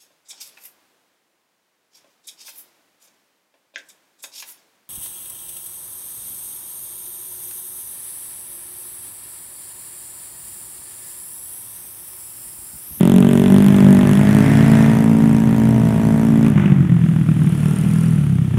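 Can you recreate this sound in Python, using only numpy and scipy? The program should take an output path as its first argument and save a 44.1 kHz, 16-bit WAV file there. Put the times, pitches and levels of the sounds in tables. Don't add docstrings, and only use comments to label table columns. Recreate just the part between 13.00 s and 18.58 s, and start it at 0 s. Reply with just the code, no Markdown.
import sys
import numpy as np
from scipy import signal
from scipy.io import wavfile
from scipy.ndimage import uniform_filter1d

SR = 44100
rng = np.random.default_rng(int(sys.argv[2]) if len(sys.argv) > 2 else 0)


def persist_wave(psi):
    counts = np.round(np.clip(psi, -1, 1) * 32767).astype(np.int16)
    wavfile.write(sys.argv[1], SR, np.atleast_2d(counts).T)


N = 246078
T = np.arange(N) / SR


def amp(db):
    return 10 ** (np.asarray(db) / 20)


def curve(table):
    return np.interp(T, *np.transpose(table))


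def at_hz(table, hz):
    f, value = np.transpose(table)
    return np.interp(np.log(hz + 1), np.log(f), value)


def ramp(start_s, takes_s):
    return np.clip((T - start_s) / takes_s, 0, 1)


def swell(start_s, rise_s, hold_s, fall_s):
    return ramp(start_s, rise_s) - ramp(start_s + rise_s + hold_s, fall_s)


def wander(rate_hz, count=400):
    return np.interp(T * rate_hz, np.arange(count), rng.standard_normal(count))


def steady(x, size=6000):
    return x / np.sqrt(abs(uniform_filter1d(uniform_filter1d(x ** 2, size), size)) + 1e-14)


def colour(x, spectrum, size=16384):
    log_gain = np.log(amp(at_hz(spectrum, abs(np.fft.fftfreq(size, 1 / SR)))))
    response = np.fft.ifft(np.exp(np.conj(signal.hilbert(log_gain)))).real
    return signal.fftconvolve(x, response[:size // 4])[:N]


def lowpass(x, hz, order=4):
    return signal.sosfiltfilt(signal.butter(order, hz, fs=SR, output="sos"), x)


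def highpass(x, hz, order=2):
    return signal.sosfilt(signal.butter(order, hz, "high", fs=SR, output="sos"), x)


def resonate(x, hz, width_hz):
    turn = np.exp(2j * np.pi * np.cumsum(hz * np.ones(N)) / SR)
    pole = np.exp(-np.pi * width_hz / SR)
    return 2 * (turn * signal.lfilter([1 - pole], [1, -pole], x / turn + 1e-18)).real


def firings(rate_hz, fires_at_s):
    turns = np.cumsum(rate_hz) / SR
    turns -= np.interp(fires_at_s, T, turns)
    nearest = np.round(turns)
    return (nearest - nearest[0]).astype(int), (turns - nearest) / rate_hz


def per_firing(cycle):
    return rng.standard_normal(512)[cycle]


def burst(since_s, rise_s, fall_s):
    return np.exp(np.minimum(since_s, 0) / rise_s - np.maximum(since_s, 0) / fall_s)


# f/Hz, level/dB
SILENCER_RESPONSE = [(25, -44), (55, -23.5), (105, 1), (155, 3), (205, 3), (280, 1.5), (335, -0.5),
                     (410, -10), (510, -19.5), (630, -12.5), (760, -21.5), (920, -19), (1200, -22.5),
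                     (3500, -46)]
def lead_exhaust(cycle, since_s, strength, throttle, note_hz, returned=0.42):
    jittered_s = since_s - 0.00003 * per_firing(cycle)
    width_s = 0.0001 + 0.00098 * (1 - throttle)
    puff = strength * np.exp(-0.5 * ((jittered_s + 0.00013) / width_s) ** 2)
    wave = sum(returned ** k * np.interp(T - k / note_hz, T, puff, left=0) for k in range(5))
    lowest_mode = resonate(wave, note_hz, width_hz=84.4)
    return colour(wave + 1.87 * lowest_mode, SILENCER_RESPONSE)


def lead_boom(lows, rate_hz, pulls_hz=38):
    miss_db = -6 * np.exp(-0.5 * ((T - 3.533) / 0.016) ** 2)
    waver_db = 1.5 * wander(rate_hz=7.1)
    fade_db = -4.6 * np.maximum(pulls_hz - rate_hz, 0)
    return steady(lows) * amp(miss_db + waver_db + fade_db)


# f/Hz, relative level/dB
RUSH_SPECTRUM = [(300, -9), (600, 2.5), (950, 0), (1400, 0), (1900, -1.5), (2500, -5), (3200, -12),
                 (3600, -15), (4100, -39), (6000, -26.5), (10000, -30), (15000, -40)]
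def rush(chuff=0, pulsed=0):
    air = np.sqrt(pulsed) * chuff + np.sqrt(1 - pulsed) * rng.standard_normal(N)
    return steady(colour(air, RUSH_SPECTRUM))


def intake_rasp(since_s, strength, throttle, side):
    blowdown = burst(since_s - 0.0015 * (1 - throttle), 0.0008, 0.0035 + 0.003 * throttle)
    chuff = steady(strength * blowdown * rng.standard_normal(N))
    return rush(chuff, pulsed=0.9 - 0.845 * side ** 2)


def jet(cycle, since_s, spectrum, fall_s, leak, scatter_db, flicker_db):
    size = amp(scatter_db * per_firing(cycle) + flicker_db * wander(rate_hz=15))
    gas = (burst(since_s + 0.00056, 0.000073, fall_s) * size + leak) * rng.standard_normal(N)
    lag_s = 0.000573 * np.exp(0.27 * per_firing(cycle))
    reflection = 0.5 * np.interp(T - lag_s, T, gas)
    return steady(colour(gas + reflection, spectrum), size=10000)


# f/Hz, relative level/dB
LEAD_JET_SPECTRUM = [(2290, -19), (3900, 5.5), (4250, 3), (5990, 6), (6680, 3.5), (7460, 5), (10700, 5),
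                     (12500, -0.5), (13800, -2), (14400, 0), (15600, -15)]
def lead_jet(cycle, since_s, side):
    leak = 0.058 + 0.282 * side ** 2
    beaming = 0.78 * (1 - side ** 2)
    spit = jet(cycle, since_s, LEAD_JET_SPECTRUM, fall_s=0.00085, leak=leak, scatter_db=1.8, flicker_db=5)
    return steady(spit - beaming * lowpass(spit, 7900, order=2), size=10000)


def belt_case(hz=1766, width_hz=750):
    return steady(resonate(resonate(rng.standard_normal(N), hz, width_hz), hz, width_hz))


def silencer_shell(since_s):
    knock = (burst(since_s + 0.00008, 0.000067, 0.00047) + 0.053) * rng.standard_normal(N)
    return steady(resonate(resonate(knock, hz=2620, width_hz=460), hz=3430, width_hz=550))


def silencer_chamber(exhaust):
    return steady(resonate(resonate(exhaust, hz=425, width_hz=127), hz=439, width_hz=130))


def crack(cycle, since_s, scatter_db=2.7):
    front = burst(since_s + 0.0001, 0.00009, 0.00096) * amp(scatter_db * per_firing(cycle))
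    return steady(lowpass(highpass(front, 85.5, order=1), 4100, order=2))


# t/s, distance/m
LEAD_RANGE_M = [(0, 12.7), (1.85, 12.64), (2.1, 20.3), (2.7, 21.9), (3.3, 23.7), (4.4, 23.3), (5.58, 47)]
LEAD_MIX_DB = { "boom": (-9.5, -5, -2.5, -1.84, -0.5, 3), "overtones": (-28, -4.5, 0, 0.5, -12, -4.5),
               "crack": (-31.5, 0, 0.5, 2.5, -19, 1), "chamber": (-28.5, -5.5, -11, 1.5, -8, 14),
               "rasp": (-35.5, -7.5, 4.5, -1.4, 1, 9.5), "jet": (-39, -6.5, -1, 0.5, -18, 1),
               "shell": (-39, -19, -4.5, 0.2, -43, 18), "belt": (-47, -11.5, 16, 2.2, 3, -12)}
def lead_mix(parts, side, climb, shut, surge):
    distance_m = curve(LEAD_RANGE_M)
    doublings = np.log2(distance_m / distance_m[0])
    mix = 0
    for name, (db, far_db, side_db, climb_db, shut_db, surge_db) in LEAD_MIX_DB.items():
        drive_db = climb_db * climb + shut_db * shut + surge_db * surge
        mix += amp(db + far_db * doublings + side_db * side + drive_db) * parts[name]
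    return mix


# t/s, f/Hz
LEAD_FIRING_HZ = [(0, 44.18), (.15, 46.88), (.39, 46.79), (.63, 50.16), (.98, 48.03), (1.59, 55.17),
                  (2.24, 55.65), (3.12, 55.17), (3.3, 56.14), (3.48, 55.95), (3.58, 50.19), (3.72, 47.86),
                  (3.99, 41.25), (4.47, 37.71), (5.11, 35.92), (5.58, 30.98)]
# t/s, side-on/0-1 (0 = tail-on)
LEAD_HEADING = [(0, 0.017), (.4, 0.075), (.8, 0.57), (1.1, 0.53), (1.45, 0.82), (1.83, 0.93), (2.05, 0.69),
                (3.5, 0.66), (4.1, 0.089)]
# t/s, rise/s, hold/s, fall/s, strength/0-1
LEAD_SURGES = [(3.41, .045, .015, .04, 0.62), (3.554, .025, .05, .18, 0.98), (5.498, 0.065, .05, .1, 1)]
def lead_scooter(full_climb_hz_per_s=10):
    rate_hz, side = curve(LEAD_FIRING_HZ), curve(LEAD_HEADING)
    cycle, since_s = firings(rate_hz, fires_at_s=0.0091)
    shut = ramp(start_s=3.49, takes_s=0.088)
    surge = sum(force * swell(*timing_s) for *timing_s, force in LEAD_SURGES)
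    throttle = np.clip(0.86 * (1 - shut) + (0.17 + 0.32 * surge) * shut, 0, 1)
    climb_hz_per_s = uniform_filter1d(np.gradient(rate_hz) * SR, size=5000)
    climb = np.clip(climb_hz_per_s / full_climb_hz_per_s, -1, 1) * (1 - shut)
    note_hz = (1 - shut) * (185.9 + 4 * (rate_hz - 43.2)) + shut * (161.4 + 13.5 * surge)
    scatter_db = (0.52 + 2.6 * shut) * per_firing(cycle)
    alternate_db = 3 * swell(3.98, 0.12, 0.34, 0.12) * (-1.) ** cycle
    strength = amp(scatter_db + alternate_db)
    exhaust = lead_exhaust(cycle, since_s, strength, throttle, note_hz)
    lows = lowpass(exhaust, 527)
    parts = dict(
        boom=lead_boom(lows, rate_hz),
        overtones=steady(exhaust - lows) * (0.25 + 0.44 * throttle),
        rasp=intake_rasp(since_s, strength, throttle, side),
        jet=lead_jet(cycle, since_s, side),
        belt=belt_case(),
        shell=silencer_shell(since_s),
        chamber=silencer_chamber(exhaust),
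        crack=crack(cycle, since_s))
    return lead_mix(parts, side, climb, shut, surge)


# t/s, level/dB
SECOND_BOOM_DB = [(0, -26.5), (.45, -22.5), (.7, -20), (1.25, -19.5), (1.6, -15), (2.1, -19.5),
                  (2.85, -16.5), (3.7, -20), (4.65, -20.5), (4.95, -15), (5.25, -14), (5.5, -15.5)]
def second_boom(puff, rate_hz, throttle, pulls_hz=34.65):
    ring = resonate(puff, hz=139.4 + 31.4 * throttle, width_hz=35.2)
    boom = steady(lowpass(highpass(ring, 79.4, order=3), 266, order=2))
    fade_db = -0.5 * np.maximum(pulls_hz - rate_hz, 0)
    return boom * amp(curve(SECOND_BOOM_DB) + fade_db)


# f/Hz, width/Hz, relative level/dB
BARK_MODES = [(260, 130, -7), (331, 35, -7), (427, 70, 3)]
def second_bark(puff):
    ring = sum(amp(db) * resonate(puff, hz, width_hz) for hz, width_hz, db in BARK_MODES)
    return steady(highpass(ring, 125))


# f/Hz, relative level/dB
SECOND_JET_SPECTRUM = [(2290, -28), (3900, -5.5), (6800, -2.5), (8430, 0), (9240, 7.5), (10200, 6),
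                       (11900, -3), (13900, -4), (15600, -14)]
def second_jet(cycle, since_s):
    return jet(cycle, since_s, SECOND_JET_SPECTRUM, fall_s=0.0012, leak=0.3, scatter_db=0, flicker_db=4)


# f/Hz, width/Hz, relative level/dB
CASING_MODES = [(1364, 140, -10), (2640, 960, -9.5)]
def casing_rattle(since_s):
    shake = (burst(since_s, 0.00043, 0.0031) + 1.6) * rng.standard_normal(N)
    return steady(sum(amp(db) * steady(resonate(resonate(shake, hz, width_hz), hz, width_hz))
                      for hz, width_hz, db in CASING_MODES))


# t/s, f/Hz
SECOND_FIRING_HZ = [(0, 32.97), (.55, 35.36), (1.86, 35.27), (2.05, 53.85), (2.34, 45.66), (2.78, 40.28),
                    (3.4, 35.97), (4.27, 27.2), (4.4, 32.18), (4.6, 37.37), (4.85, 40.18), (5.08, 41),
                    (5.3, 34.1), (5.58, 30.5)]
# t/s, hold/s, opening/0-1
THROTTLE_BLIPS = [(1.75, 0.021, 0.66), (4.27, 0.41, 0.92)]
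SECOND_MIX_DB = { "bark": (-46, -7, 19), "jet": (-74.5, 21.6, 11.3), "casing": (-68, 12.5, 10.5),
                 "rush": (-60, 9.6, 9.6)}
def second_scooter(rise_s=0.37, fall_s=0.34, scatter_db=1.1):
    rate_hz = curve(SECOND_FIRING_HZ)
    cycle, since_s = firings(rate_hz, fires_at_s=4.27)
    throttle = sum(opening * swell(t, rise_s, hold_s, fall_s) for t, hold_s, opening in THROTTLE_BLIPS)
    near = ramp(start_s=3.7, takes_s=0.33)
    puff = amp(scatter_db * per_firing(cycle)) * np.exp(-0.5 * ((since_s - 0.0003) / 0.00066) ** 2)
    boom = second_boom(puff, rate_hz, throttle)
    parts = dict(bark=second_bark(puff), jet=second_jet(cycle, since_s),
                 rush=rush(), casing=casing_rattle(since_s))
    return boom + sum(amp(db + near_db * near + open_db * throttle) * parts[name]
                      for name, (db, near_db, open_db) in SECOND_MIX_DB.items())


# f/Hz, relative level/dB
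YARD_SPECTRUM = [(25, -33), (60, -36.5), (110, 5.5), (200, 7.5), (400, -12), (800, -43.5), (2000, -33.5),
                 (3300, -27.5), (4200, -41.5), (10000, -39), (16000, -49)]
def yard_drone():
    return steady(colour(rng.standard_normal(N), YARD_SPECTRUM))


# f/Hz, T60/s
ECHO_T60_S = [(100, 0.73), (500, 1), (2000, 0.55), (10000, 0.053)]
def car_park_echo(x, wall_s=0.025, returns_per_s=1500, size=30000):
    taps = rng.standard_normal(size) * (rng.random(size) < returns_per_s / SR)
    taps *= np.arange(size) > wall_s * SR
    hz, t, bins = signal.stft(taps, SR, nperseg=256)
    decay = amp(-60 * t / at_hz(ECHO_T60_S, hz)[:, None])
    _, tail = signal.istft(bins * decay, SR, nperseg=256)
    return signal.fftconvolve(x, tail / np.linalg.norm(tail))[:N]


def scene():
    engines = lead_scooter() + second_scooter()
    return (engines + amp(-26) * yard_drone() + amp(-17) * car_park_echo(engines))[None]


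def record(dry, edge_hz=15750):
    rounded = dry / (1 + dry ** 8) ** (1 / 8)
    band_limit = signal.firwin(511, edge_hz, window=("kaiser", 9), fs=SR)
    return signal.oaconvolve(rounded, band_limit[None], "same")


dry = scene()
out = record(dry)
persist_wave(out)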